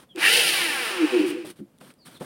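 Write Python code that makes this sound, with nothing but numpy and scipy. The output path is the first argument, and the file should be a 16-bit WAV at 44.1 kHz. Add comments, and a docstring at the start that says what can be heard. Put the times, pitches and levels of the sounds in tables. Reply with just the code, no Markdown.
"""A hard-walled room, a handheld electric blower near one microphone. A small bird chirps faintly.
The switch clicks, the brushes rasp, and air rushes through the housing as the motor spins up for an instant.
It coasts down: the whine falls, and its low partials boom as they slide through a resonance.
At about 1.5 s it stalls and is set on the floor; clothes rustle, sandals step away,
and the bird chirps twice more."""
import sys
import numpy as np
from scipy import signal
from scipy.fft import rfft, irfft
from scipy.io import wavfile
from scipy.ndimage import uniform_filter1d

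SR = 44100
rng = np.random.default_rng(int(sys.argv[2]) if len(sys.argv) > 2 else 0)


def unload_audio(sound):
    """Save the sound as a 16-bit wav file, at the path given as the first command line argument."""
    columns = np.transpose(np.atleast_2d(sound))
    # keep every value between -1 and 1, then stretch to whole-number steps
    steps = np.round(np.clip(columns, -1, 1) * 32767)
    wavfile.write(sys.argv[1], SR, steps.astype(np.int16))


N = 99225

# The motor's pitch follows its speed. Each row: time in seconds, pitch in Hz.
MOTOR_PITCH = [(.15, 59.82), (.18, 177.5), (.25, 400.7), (.3, 493), (.37, 546.7), (.42, 514.4), (.5, 439.4),
               (.6, 365.8), (.7, 298.9), (.8, 254.7), (.9, 205.4), (1.0, 168.1), (1.08, 136.9),
               (1.15, 117.1), (1.23, 95.1), (1.3, 76), (1.4, 56.88), (1.53, 39.2)]
# The blower's air, whine and boom at the microphone. Each row: time in seconds, level in dB.
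AIR_LEVEL = [(.14, -71), (.16, -49.5), (.182, -32), (.21, -27.5), (.26, -22.5), (.37, -20), (.46, -22.5),
             (.61, -25.5), (.78, -28), (.87, -27), (1.0, -28.5), (1.2, -30), (1.3, -35.5), (1.43, -45.5),
             (1.51, -57.5), (1.55, -77)]
WHINE_LEVEL = [(.16, -58.5), (.23, -25.5), (.29, -25), (.39, -27.5), (.5, -34.5), (.59, -30), (.72, -33.5),
               (.79, -34), (.9, -40), (1.03, -43.5), (1.15, -42.5), (1.5, -60)]
BOOM_LEVEL = [(.145, -68), (.158, -32), (.18, -23), (.205, -45), (.29, -49), (.4, -43), (.48, -39),
              (.58, -42), (.65, -32.5), (.77, -44.5), (.81, -33), (.87, -41.5), (.985, -30.5), (1.01, -17),
              (1.047, -11.5), (1.07, -31), (1.105, -37), (1.135, -18), (1.165, -13), (1.19, -19),
              (1.205, -11.5), (1.228, -24.5), (1.25, -15.5), (1.275, -24), (1.38, -28), (1.47, -39),
              (1.52, -42.5), (1.55, -58)]
# Air at speed, air when coasting, whine and boom. 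Each row: frequency in Hz, relative level in dB.
FAST_AIR_COLOUR = [(60, -43.5), (120, -25), (175, -11), (250, -22.5), (350, -12.5), (480, -8.5), (650, -10),
                   (830, -4), (1100, -21), (1400, -10.5), (1800, -3.5), (2300, -4), (2900, 3), (3400, -3),
                   (4800, -4.5), (6000, -12), (7000, -15.5), (8400, -12.5), (9400, -2.5), (10200, -9),
                   (11200, -14), (16000, -19)]
SLOW_AIR_COLOUR = [(60, -31.5), (150, -29.5), (250, 1), (500, -26.5), (750, 1.5), (1200, 1), (1700, 4.5),
                   (2100, 2.5), (2500, 9), (3000, 4), (3600, -4), (5000, -5.5), (6500, -15), (8200, -14),
                   (9400, -7.5), (11000, -21.5), (16000, -20)]
WHINE_COLOUR = [(150, -12), (480, -2), (650, -6), (850, -2), (1150, -3), (1550, 0), (2300, 0), (2900, -1),
                (3600, -5), (6000, -12)]
BOOM_COLOUR = [(150, -27), (230, -18), (300, -1.5), (365, 1), (410, -7.5), (500, -2), (650, -20.5),
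               (1500, -49)]
# Partials that whine, and those that shake the housing. Each row: multiple of the pitch, level in dB.
WHINE_PARTIALS = [(.73, -10.5), (.9, -5.5), (2, -10), (2.88, 1), (3.2, -6), (4, 1), (5, 1.5), (6, 5.5),
                  (7, 0.5), (8, 2), (9, 2), (11, -4)]
BOOM_PARTIALS = [(1, -1), (2, 7.5), (3, 2), (4, 2.5), (5, -8.5), (6, -1.5), (8, 2.5)]
# The blower's resonances. Each row: frequency in Hz, width in Hz, gain in dB.
HOUSING_MODES = [(480, 31, 0.5), (1711, 22, -2), (1780, 30, -2), (1971, 40, -6), (1992, 40, -1.5),
                 (2125, 24, -8), (2300, 24, 1.5), (2440, 20, -9), (2633, 30, -2), (2688, 22, -5.5),
                 (2900, 24, -1), (2930, 60, -0.5), (3070, 28, 0), (3880, 28, -2.5)]
BOOM_MODES = [(205, 100, -16), (306.5, 19, 1.5), (356.6, 20.4, 1.5), (494.6, 31, -16.5)]
BRUSH_MODES = [(1688, 350, -2), (1897, 420, -1), (2740, 100, -2)]
# The current surge. 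One row: peak time in seconds, width in seconds, level of the rasp in dB.
SURGE = (0.264, 0.02, -16.5)
# The blower meets the floor. Each row: start in seconds, level in dB.
TOUCHES = [(1.591, -37), (1.604, -31.5), (1.619, -43.5)]
# Its body rings. Each row: frequency in Hz, relative level in dB, seconds to fall by 60 dB.
BODY_MODES = [(155, -21, 0.13), (197, 7, 0.097), (238, -22, .08), (285, 3.5, 0.11), (343, 3, 0.12),
              (523, -16.5, 0.085)]
# Footfalls. Each row: start in seconds, level in dB, decay in seconds.
STEPS = [(1.448, -41.5, 0.01273), (1.812, -46, 0.026), (2.084, -52.5, .015), (2.212, -30, 0.013)]
# Sandal straps. Each row: start in seconds, level in dB, centre in Hz.
CREAKS = [(1.812, -46.5, 1297), (1.903, -46.5, 2380)]
# Cloth and soles rub. Each row: start in seconds, length in seconds, hiss in dB, dull scuff in dB.
RUSTLES = [(0, 0.031, -57, -52), (1.267, 0.04, -41.5, -44), (1.455, 0.054, -47.5, -48),
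           (1.566, 0.036, -61.5, -59), (1.812, 0.097, -57, -54.5), (2.06, 0.01, -50, -56),
           (2.078, 0.097, -56, -53), (2.209, .05, -51, -46)]
# Small clicks, the switch first. Each row: start in seconds, level in dB.
CLICKS = [(0.1602, -35.5), (1.781, -59), (1.786, -50), (1.813, -50), (1.918, -57), (1.939, -52)]
# The bird. Each row: start and length in seconds, first and last pitch in Hz, level in dB,
# hoarseness as a share of the pitch.
CHIRPS = [(.088, .05, 3480, 3030, -52, .012), (1.98, .085, 5050, 3900, -58, .03),
          (2.14, .05, 4250, 3500, -51, .07)]
# Footfalls, rubbing and the still room. Each row: frequency in Hz, relative level in dB.
STEP_COLOUR = [(50, -29), (130, -5), (220, 5), (350, -3.5), (580, 1.5), (800, -9), (1500, -21.5),
               (3000, -28.5), (9000, -50)]
HISS_COLOUR = [(710, -31), (1200, -9), (2110, -3), (2480, -0.5), (2710, -3.5), (3150, 3), (7100, -10.5),
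               (9210, 1.5), (10600, -7), (16000, -12.5)]
SCUFF_COLOUR = [(50, -33), (130, -3), (300, -2), (600, -14.5), (1500, -11), (3000, -26), (8000, -36)]
ROOM_TONE_COLOUR = [(30, -20), (60, -18), (110, -6), (160, -2.5), (260, -3), (400, -13.5), (540, -10),
                    (800, -18.5), (1500, -25), (3000, -29), (6500, -35.5), (9400, -31.5), (16000, -36.5)]

SWITCH_ON_S, RUN_S = .152, 1.372
FAST_PITCH_HZ, SLOW_PITCH_HZ, FAST_AIR_DB, SLOW_AIR_DB = 444, 170, 1, -3.5
AIR_RINGING_DB, WHINE_RINGING_DB, BOOM_TURBULENCE_DB = -13.5, -2.5, -12
MAINS_PULSE_HZ, TOUCH_RISE_S, CREAK_WIDTH_HZ = 100, .0055, 440
ROOM_T60_S, ROOM_TONE_DB, CUTOFF_HZ = .13, -60.5, 15900


def air(pitch):
    """Close up, a turbulent rush rings the housing and grows duller as the fan slows."""
    fast_share = np.clip((pitch - SLOW_PITCH_HZ) / (FAST_PITCH_HZ - SLOW_PITCH_HZ), 0, 1)
    fast_rush = from_db(FAST_AIR_DB) * np.sqrt(fast_share) * noise(FAST_AIR_COLOUR)
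    slow_rush = from_db(SLOW_AIR_DB) * np.sqrt(1 - fast_share) * noise(SLOW_AIR_COLOUR)
    ringing = from_db(AIR_RINGING_DB) * rms_one(resonate(rng.standard_normal(N), HOUSING_MODES))
    flicker = from_db(.62 * drift(40))
    return from_db(in_time(AIR_LEVEL)) * (fast_rush + slow_rush + ringing) * flicker


def whine(pitch):
    """The motor's partials flare as they cross the housing's resonances, smeared by the room."""
    tone = coloured(rotor(pitch, WHINE_PARTIALS, flutter=.008), WHINE_COLOUR)
    ringing = from_db(WHINE_RINGING_DB) * rms_one(resonate(tone, HOUSING_MODES))
    return from_db(in_time(WHINE_LEVEL)) * levelled(room(tone + ringing, wet_db=-3.5))


def boom(pitch):
    """One low partial after another slides through the resonances, unsettled by turbulence."""
    shaking = coloured(rotor(pitch, BOOM_PARTIALS, flutter=.02471), BOOM_COLOUR)
    turbulence = from_db(BOOM_TURBULENCE_DB) * noise(BOOM_COLOUR)
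    envelope = uniform_filter1d(from_db(in_time(BOOM_LEVEL)), size=400)
    return envelope * levelled(room(resonate(shaking + turbulence, BOOM_MODES), wet_db=-4))


def brushes():
    """The brushes rasp while the current surges, throbbing with the mains."""
    peak, width, db = SURGE
    surge = np.exp(-.5 * ((seconds() - peak) / width) ** 2)
    throb = 1 + .4 * np.sin(2 * np.pi * MAINS_PULSE_HZ * seconds())
    rasp = resonate(resonate(rng.standard_normal(N), BRUSH_MODES), BRUSH_MODES)
    return from_db(db) * surge * throb * rms_one(rasp)


def set_down():
    """The plastic body settles on the floor with a soft, bouncing knock."""
    knocks = 0
    for start, db in TOUCHES:
        age = np.maximum(seconds() - start, 0)
        ringing = sum(from_db(db + mode_db - 60 * age / t60) * np.sin(2 * np.pi * hz * age)
                      for hz, mode_db, t60 in BODY_MODES)
        knocks += ringing * (1 - np.exp(-age / TOUCH_RISE_S))
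    return knocks


def footsteps():
    """Soft soles land nearby with a dull puff."""
    envelope = sum(from_db(db) * burst(start, hold=.0074, attack=.0044, decay=decay)
                   for start, db, decay in STEPS)
    return envelope * noise(STEP_COLOUR)


def creaks():
    """Rubber sandal straps give short, pitched snaps."""
    snaps = 0
    for start, db, hz in CREAKS:
        strap = rms_one(resonate(rng.standard_normal(N), [(hz, CREAK_WIDTH_HZ, 0)]))
        snaps += from_db(db) * burst(start, hold=0, attack=.001, decay=.0038) * strap
    return snaps


def rustles():
    """Cloth and soles rub with a grainy hiss and a dull scuff."""
    hiss = noise(HISS_COLOUR) * from_db(1.43 * drift(130))
    scuff = noise(SCUFF_COLOUR) * from_db(2.3 * drift(50))
    rubbing = 0
    for start, length, hiss_db, scuff_db in RUSTLES:
        envelope = burst(start, hold=length, attack=.012, decay=.012)
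        rubbing += envelope * (from_db(hiss_db) * hiss + from_db(scuff_db) * scuff)
    return rubbing


def clicks():
    """The switch snaps; tiny bright ticks come later, among the steps."""
    envelope = sum(from_db(db) * burst(start, hold=0, attack=.00017, decay=.001) for start, db in CLICKS)
    return envelope * noise(HISS_COLOUR)


def bird():
    """Short, slightly hoarse falling whistles in the background."""
    whistles = 0
    for start, length, first_hz, last_hz, db, hoarseness in CHIRPS:
        progress = np.clip((seconds() - start) / length, 0, 1)
        hz = (first_hz + (last_hz - first_hz) * progress) * (1 + hoarseness * drift(260))
        whistles += from_db(db) * np.sin(np.pi * progress) * np.sin(2 * np.pi * np.cumsum(hz) / SR)
    return whistles


def room_tone():
    """A faint, low, steady noise lies behind everything."""
    return from_db(ROOM_TONE_DB) * noise(ROOM_TONE_COLOUR)


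def room(x, wet_db):
    """The direct sound reaches the microphone first, then a dense, dying tail off the walls."""
    t = np.arange(SR // 2) / SR
    tail = rng.standard_normal(len(t)) * from_db(-60 * t / ROOM_T60_S) * (t > .003)
    return x + from_db(wet_db) * signal.fftconvolve(x, tail / np.linalg.norm(tail))[:N]


def rotor(pitch, partials, flutter):
    """Partials follow the motor's speed, each fluttering by a share of its pitch."""
    tone = 0
    for multiple, db in partials:
        hz = multiple * pitch * (1 + flutter * drift(64.1))
        tone += from_db(db) * np.sin(2 * np.pi * np.cumsum(hz) / SR)
    return tone


def resonate(x, modes):
    """Parallel resonances of alternating sign."""
    ringing = 0
    for k, (hz, width, db) in enumerate(modes):
        r = np.exp(-np.pi * width / SR)
        band = signal.lfilter([1, 0, -1], [1, -2 * r * np.cos(2 * np.pi * hz / SR), r * r], x)
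        ringing += (-1) ** k * from_db(db) * (1 - r * r) / 2 * band
    return ringing


def coloured(x, colour):
    """Shape the spectrum, rolling off below the first row; unit power."""
    hz, db = np.transpose(colour)
    bins = np.maximum(np.arange(N // 2 + 1) * SR / N, 1)
    gain = from_db(np.interp(np.log(bins), np.log(hz), db))
    low_cut = np.minimum(bins / hz[0], 1) ** 2
    return rms_one(irfft(rfft(x) * gain * low_cut, N))


def noise(colour):
    """Steady noise of a given colour."""
    return coloured(rng.standard_normal(N), colour)


def drift(rate_hz):
    """Smooth random wander with spread 1."""
    r = np.exp(-2 * np.pi * rate_hz / SR)
    return rms_one(signal.lfilter([1], [1, -2 * r, r * r], rng.standard_normal(2 * N))[N:])


def burst(start, hold, attack, decay):
    """Envelope timed in seconds: a rise that ends at the start, a hold, an exponential decay."""
    age = seconds() - start
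    return np.clip(1 + age / attack, 0, 1) * np.exp(-np.clip((age - hold) / decay, 0, 40))


def levelled(tone):
    """Even out the power over about 30 ms."""
    power = uniform_filter1d(rms_one(tone) ** 2, size=1400)
    return tone / np.sqrt(np.abs(power) + 1e-6)


def in_time(rows):
    """Join (seconds, value) points by straight lines."""
    return np.interp(seconds(), *np.transpose(rows))


def seconds():
    """Time of every sample."""
    return np.arange(N) / SR


def from_db(db):
    """Decibels to gain."""
    return 10 ** (np.asarray(db) / 20)


def rms_one(x):
    """Scale to unit power."""
    return x / np.sqrt(np.mean(x ** 2) + 1e-20)


def scene():
    """Blower and handling up close, the bird farther off; one microphone feeds both channels."""
    pitch = in_time(MOTOR_PITCH)
    running = burst(SWITCH_ON_S, hold=RUN_S, attack=.008, decay=.009)
    blower = running * (air(pitch) + whine(pitch) + boom(pitch) + brushes())
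    handling = room(rustles() + set_down() + footsteps() + creaks() + clicks(), wet_db=-19)
    mono = blower + handling + room(bird(), wet_db=-6) + room_tone()
    return np.array([mono, mono])


def record(dry):
    """The highest treble is cut steeply from the microphone's signal."""
    return signal.sosfilt(signal.ellip(10, .1, 80, CUTOFF_HZ, fs=SR, output="sos"), dry)


dry = scene()
out = record(dry)
unload_audio(out)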